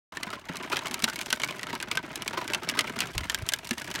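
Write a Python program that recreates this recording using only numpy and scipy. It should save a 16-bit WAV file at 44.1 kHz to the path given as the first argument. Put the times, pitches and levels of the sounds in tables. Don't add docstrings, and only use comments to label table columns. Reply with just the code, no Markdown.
import sys
import numpy as np
from scipy import signal
from scipy.io import wavfile
from scipy.ndimage import uniform_filter1d

SR = 44100
rng = np.random.default_rng(int(sys.argv[2]) if len(sys.argv) > 2 else 0)


def wrap_up_sound(samples):
    columns = np.atleast_2d(samples).T
    tamed = np.clip(columns, -1, 1)
    steps = np.round(tamed * 32767).astype(np.int16)
    wavfile.write(sys.argv[1], SR, steps)


N = 176400
T = np.arange(N) / SR
AGE = T[:SR // 12]
RING_CYCLES = 66

# frequency_hz, level_db
SNAP_SPECTRUM = [(150,-12),(400,-15),(750,-11.5),(1100,-5),(1600,-3.5),(2300,1),(4000,-0.5),(5800,-7),(10000,-10),(15000,-23)]
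# frequency_hz, fade_s
CLACK_FADES = [(1000,0.076),(2500,0.042),(6000,0.021),(14000,0.012)]
# start_s, level_db, treble_db, pitch_hz
STONE_SNAPS = [(0.171, -15.5, -32, 1800), (0.232, -15, -15.5, 2048), (0.3035, -25, -13, 1300),
               (0.557, -23.5, -16, 2650), (0.569, -29, 14, 2620), (0.769, -13.5, -13.5, 2500),
               (0.791, -15.5, -34, 3900), (0.8574, -16, -55, 3070), (0.8697, -20.5, -6, 2200),
               (0.882, -29, -3, 2370), (0.9116, -25, -1, 1720), (0.9425, -16.5, 3, 2640),
               (1.023, -17.5, -11, 2280), (1.0417, -4.5, -11.5, 3950), (1.0986, -21, -5, 1460),
               (1.1587, -19.5, -11, 2210), (1.19, -18.5, -11, 3220), (1.2129, -16.5, -11, 2380),
               (1.3046, -15.5, -8, 3170), (1.3273, -7, -5.5, 1500), (1.3998, -16.5, -28, 2180),
               (1.418, -18.5, -18, 3100), (1.4354, -5.5, -45, 2248), (1.4448, -24.5, 13, 2330),
               (1.509, -24.5, -7, 3070), (1.5939, -19, -34, 1960), (1.6312, -19.5, -12, 1910),
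               (1.669, -21, -25, 1350), (1.7518, -22.5, -4, 1300), (1.8014, -19.5, -23, 2590),
               (1.8267, -17.5, -6, 1540), (1.9142, -11.5, -21, 2310), (1.954, -22, -6, 2650),
               (1.9727, -7, -33.5, 1570), (2.1572, -21, 6.5, 1710), (2.2216, -18.5, -10, 4020),
               (2.2782, -15, -5.5, 2440), (2.478, -20.5, -8, 2440), (2.535, -9, -25, 2690),
               (2.547, -8, -25.5, 2710), (2.6892, -12, -11, 2260), (2.697, -14, -6, 2900),
               (2.7909, -5, -11.5, 2050), (2.8086, -11.5, -17, 2160), (2.9894, -18, -6, 2340),
               (3.0049, -12, -2.5, 2800), (3.1798, -13.5, -6, 2810), (3.2978, -12, -6, 1800),
               (3.3457, -14.5, 4, 1620), (3.489, -15, 10, 3230), (3.521, -22, -3, 1640),
               (3.5364, -11.5, 4, 1662), (3.6722, -27.5, 4, 2850), (3.7093, -11.5, -14, 1737),
               (3.781, -19.5, -12, 1840), (3.8174, -24, -5, 1660), (3.913, -22.5, -3, 1660),
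               (3.9513, -17.5, -16, 1920), (3.9578, -17, -13, 1690), (3.9904, -21.5, -23, 1620)]


def stone_snaps():
    start_s, level_db, treble_db, pitch_hz = np.transpose(STONE_SNAPS)[:, :, None]
    squeeze_s, crack_fade_s, tail_fade_s = 0.012, 0.0042, 0.04
    since_snap = np.maximum(AGE - squeeze_s, 0)
    released = AGE >= squeeze_s
    squeeze = from_db(-24.5) * AGE / squeeze_s
    crack = from_db(4.5 - 60 * since_snap / crack_fade_s)
    tail = from_db(-8.5 - 60 * since_snap / tail_fade_s)
    low_cycles = pitch_hz * since_snap
    high_cycles = low_cycles * (1.5 + rng.random(start_s.shape))
    sound = ring(low_cycles, level_db=-8.5) + ring(high_cycles, level_db=-17)
    for hz, band, gain in bands(SNAP_SPECTRUM):
        clack = crack + from_db(-60 * since_snap / at_hz(CLACK_FADES, hz)) + tail
        bright_db = 0.5 * (treble_db + 20.5) * hz ** 2 / (hz ** 2 + 4050 ** 2)
        strength = gain * from_db(bright_db - 15)
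        sound = sound + shaped_noise(strength * np.where(released, clack, squeeze), band)
    tick_band = signal.butter(2, [2015, 8060], "band", fs=SR, output="sos")
    kick = np.diff(1. * released, prepend=0)
    tick = signal.sosfilt(tick_band, kick + 1e-18)
    tick_db = bright_db / 2 - 4.5
    sound = sound + from_db(tick_db) * tick / np.abs(tick).max()
    return place(start_s[:, 0] - squeeze_s, from_db(level_db) * sound)


# frequency_hz, level_db
CRUNCH_SPECTRUM = [(150,2),(350,2.5),(520,1.5),(780,-2),(1600,2.5),(2500,1.5),(4000,-0.5),(8000,-14),(15000,-20)]
# start_s, level_db, pitch_hz
GRIT_CRUNCHES = [(0.121, -28, 900), (0.267, -26.5, 1500), (0.329, -18, 1290), (0.485, -20.5, 1960),
                 (0.631, -20.5, 2290), (0.716, -11, 2460), (0.726, -10.5, 1290), (0.756, -14, 3230),
                 (0.855, -19, 1080), (1.076, -13.5, 1420), (1.485, -16, 2480), (1.519, -25, 2040),
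                 (1.691, -19.5, 1930), (1.727, -16, 990), (1.912, -14.5, 2420), (2.329, -18.5, 930),
                 (2.372, -12, 1034), (2.411, -18, 960), (2.499, -18, 1590), (2.632, -21.5, 1260),
                 (2.746, -20.5, 980), (2.77, -14.5, 1490), (2.87, -17.5, 2400), (3.015, -13.5, 2440),
                 (3.232, -21.5, 2130), (3.873, -23, 1640)]


def grit_crunches():
    start_s, level_db, pitch_hz = np.transpose(GRIT_CRUNCHES)[:, :, None]
    rise_s, decay_s = 0.0015, 0.01
    swell = (1 - np.exp(-AGE / rise_s)) * np.exp(-AGE / decay_s)
    jitter = unit_level(uniform_filter1d(rng.standard_normal((len(start_s), len(AGE))), size=70))
    ragged = match_energy(swell, swell * from_db(4.5 * jitter))
    breaks = sum(gain * shaped_noise(ragged, band) for _, band, gain in bands(CRUNCH_SPECTRUM))
    rim = [signal.lfilter(*resonance(hz, width_hz=190), x) for x, hz in zip(breaks, pitch_hz[:, 0])]
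    scrape = from_db(-2) * match_energy(swell, np.array(rim))
    return place(start_s[:, 0], from_db(level_db - 11.5) * (breaks + scrape))


# frequency_hz, level_db
DRONE_SPECTRUM = [(70,-37),(120,8),(360,5),(500,-2),(770,3.5),(960,-1),(1500,3),(2400,0.5),(4900,-13.5),(15500,-40)]
# time_s, level_db
ROLLING_LEVELS = [(.12,-46),(.33,-41),(.42,-50),(.52,-40.5),(.8,-40.5),(1.3,-42.5),(2.1,-41.5),(2.4,-40.5),(2.95,-38.5),(3.35,-43),(3.62,-47),(4,-38.5)]


def rolling_wheels():
    drone = tiny_hits(DRONE_SPECTRUM, per_s=200, spread_db=6.5, scatter_db=9.5, fade_s=0.044)
    return level_curve(ROLLING_LEVELS) * (drone + from_db(-12) * pebble_pops())


def pebble_pops(per_s=70, low_hz=807, high_hz=3370):
    start_s, height, size = rng.random((int(per_s * N / SR), 3)).T[:, :, None]
    pitch_hz = low_hz * (high_hz / low_hz) ** height
    level_db = 10.5 * np.minimum(-np.log(1 - size), 2) - 8 * height
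    return unit_level(place(start_s[:, 0], ring(pitch_hz * AGE, level_db)))


# pitch_hz, level_db, fade_s
SHELL_NOTES = [(244,-9,0.01),(369,-4,0.068),(628,1.5,0.045),(965,1,0.026),(1289,-2.5,0.057),(1544,0,0.084),(2150,-8,0.017),(2980,-7,0.023),(5980,-3.5,0.018)]


def wheel_shells(gravel):
    ringing = sum(from_db(db) * flexing_note(gravel, hz, fade_s) for hz, db, fade_s in SHELL_NOTES)
    return from_db(-2.5) * gravel + from_db(-1.5) * ringing


def flexing_note(gravel, pitch_hz, fade_s):
    blocks = np.array_split(gravel, N // 512)
    stray = unit_level(uniform_filter1d(rng.standard_normal(len(blocks)), size=9))
    width_hz = np.log(1000) / (np.pi * fade_s)
    state, pieces = np.zeros(2), []
    for block, hz in zip(blocks, pitch_hz * np.exp(0.047 * stray)):
        piece, state = signal.lfilter(*resonance(hz, width_hz), block, zi=state)
        pieces.append(piece)
    return np.concatenate(pieces)


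# start_s, level_db, pitch_hz
BUMP_THUMPS = [(0.27, -36.5, 205), (0.498, -30.5, 176), (0.727, -32.5, 400), (0.906, -35, 243),
               (1.034, -28.5, 225), (1.331, -37, 236), (1.731, -33.5, 244), (2.378, -33, 357),
               (2.499, -34.5, 392), (2.772, -34.5, 287), (2.972, -35.5, 214), (3.712, -25, 236)]


def bump_thumps(rise_s=0.002, fade_s=0.077):
    start_s, level_db, pitch_hz = np.transpose(BUMP_THUMPS)[:, :, None]
    phase = 2 * np.pi * pitch_hz * AGE
    tone = np.sin(phase) + from_db(-8) * np.sin(1.5 * phase)
    swell = (1 - np.exp(-AGE / rise_s)) * from_db(-60 * AGE / fade_s)
    return place(start_s[:, 0], from_db(level_db + 6) * swell * tone)


# frequency_hz, level_db
GRIT_SPECTRUM = [(800,-1),(3000,5),(5000,0.5),(8000,-1.5),(15000,-12)]
# time_s, level_db
GRIT_LEVELS = [(.12,-52.5),(.43,-56.5),(.66,-49),(.8,-46.5),(1.2,-41),(1.7,-51.5),(2.1,-52),(2.9,-46),(3.5,-46),(3.9,-44.5)]


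def fine_grit():
    crackle = tiny_hits(GRIT_SPECTRUM, per_s=220, spread_db=10.5, scatter_db=3, fade_s=0.023)
    return level_curve(GRIT_LEVELS) * crackle


# frequency_hz, level_db
WIND_SPECTRUM = [(30,-18),(55,-7),(110,-7.5),(170,-26),(500,-60)]
# time_s, level_db
WIND_LEVELS = [(.12,-62.5),(3.14,-58),(3.163,-27.5),(3.22,-39),(3.27,-51),(3.37,-51),(3.435,-36),(3.48,-58.5),(4,-54.5)]


def wind():
    rumble = sum(gain * shaped_noise(np.ones(N), band)
                 for hz, band, gain in bands(WIND_SPECTRUM) if hz < 500)
    steady = rumble / np.sqrt(uniform_filter1d(rumble ** 2, size=3000) + 1e-6)
    return level_curve(WIND_LEVELS) * steady


def tiny_hits(spectrum, per_s, spread_db, scatter_db, fade_s):
    sizes = from_db(spread_db * np.minimum(rng.exponential(1, N), 3))
    hits = sizes * (rng.random(N) < per_s / SR)
    rubbing, sound = from_db(-13), 0
    for _, band, gain in bands(spectrum):
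        band_hits = hits * from_db(scatter_db * (2 * rng.random(N) - 1))
        power = signal.lfilter([1], [1, -from_db(-120 / (fade_s * SR))], band_hits ** 2 + 1e-9)
        loudness = np.sqrt(power / uniform_filter1d(power, size=3000) + rubbing ** 2)
        sound = sound + gain * shaped_noise(unit_level(loudness), band)
    return sound


def ring(cycles, level_db):
    return from_db(level_db - 60 * cycles / RING_CYCLES) * np.sin(2 * np.pi * cycles)


def resonance(hz, width_hz):
    r = np.exp(-np.pi * width_hz / SR)
    return np.array([1, 0, -1]) * (1 - r * r) / 2, [1, -2 * r * np.cos(2 * np.pi * hz / SR), r * r]


def bands(spectrum):
    edges_hz = np.geomspace(20, 17000, 25)
    pairs = [(a, b) for a, b in zip(edges_hz, edges_hz[1:]) if b > spectrum[0][0] / np.sqrt(2)]
    low_hz, high_hz = np.transpose(pairs)
    middle_hz = np.sqrt(low_hz * high_hz)
    filters = [signal.butter(2, pair, "band", fs=SR, output="sos") for pair in pairs]
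    gains = from_db(at_hz(spectrum, middle_hz)) * np.sqrt(high_hz - low_hz)
    return zip(middle_hz, filters, gains / np.linalg.norm(gains))


def shaped_noise(loudness, band):
    noise = loudness * rng.standard_normal(loudness.shape)
    return match_energy(loudness, signal.sosfilt(band, noise + 1e-18))


def place(times, sounds):
    track = np.zeros(N + SR)
    for start_s, sound in zip(times, sounds):
        start = max(int(start_s * SR), 0)
        track[start:start + len(sound)] += sound
    return track[:N]


def from_db(db):
    return 10 ** (np.asarray(db) / 20)


def unit_level(x):
    return x / np.sqrt(np.mean(x ** 2) + 1e-20)


def match_energy(target, x):
    return x * np.linalg.norm(target, axis=-1, keepdims=True) / np.linalg.norm(x, axis=-1, keepdims=True)


def level_curve(rows):
    return from_db(np.interp(T, *np.transpose(rows)))


def at_hz(rows, hz):
    frequency_hz, values = np.transpose(rows)
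    return np.interp(np.log(hz), np.log(frequency_hz), values)


def scene():
    gravel = rolling_wheels() + fine_grit() + stone_snaps() + grit_crunches()
    return (wheel_shells(gravel) + bump_thumps() + wind())[None]


def record(dry, start_s=0.121, cutoff_hz=16000):
    treble_cut = signal.ellip(10, .3, 80, cutoff_hz, fs=SR, output="sos")
    return signal.sosfilt(treble_cut, dry * (T >= start_s) + 1e-18)


dry = scene()
out = record(dry)
wrap_up_sound(out)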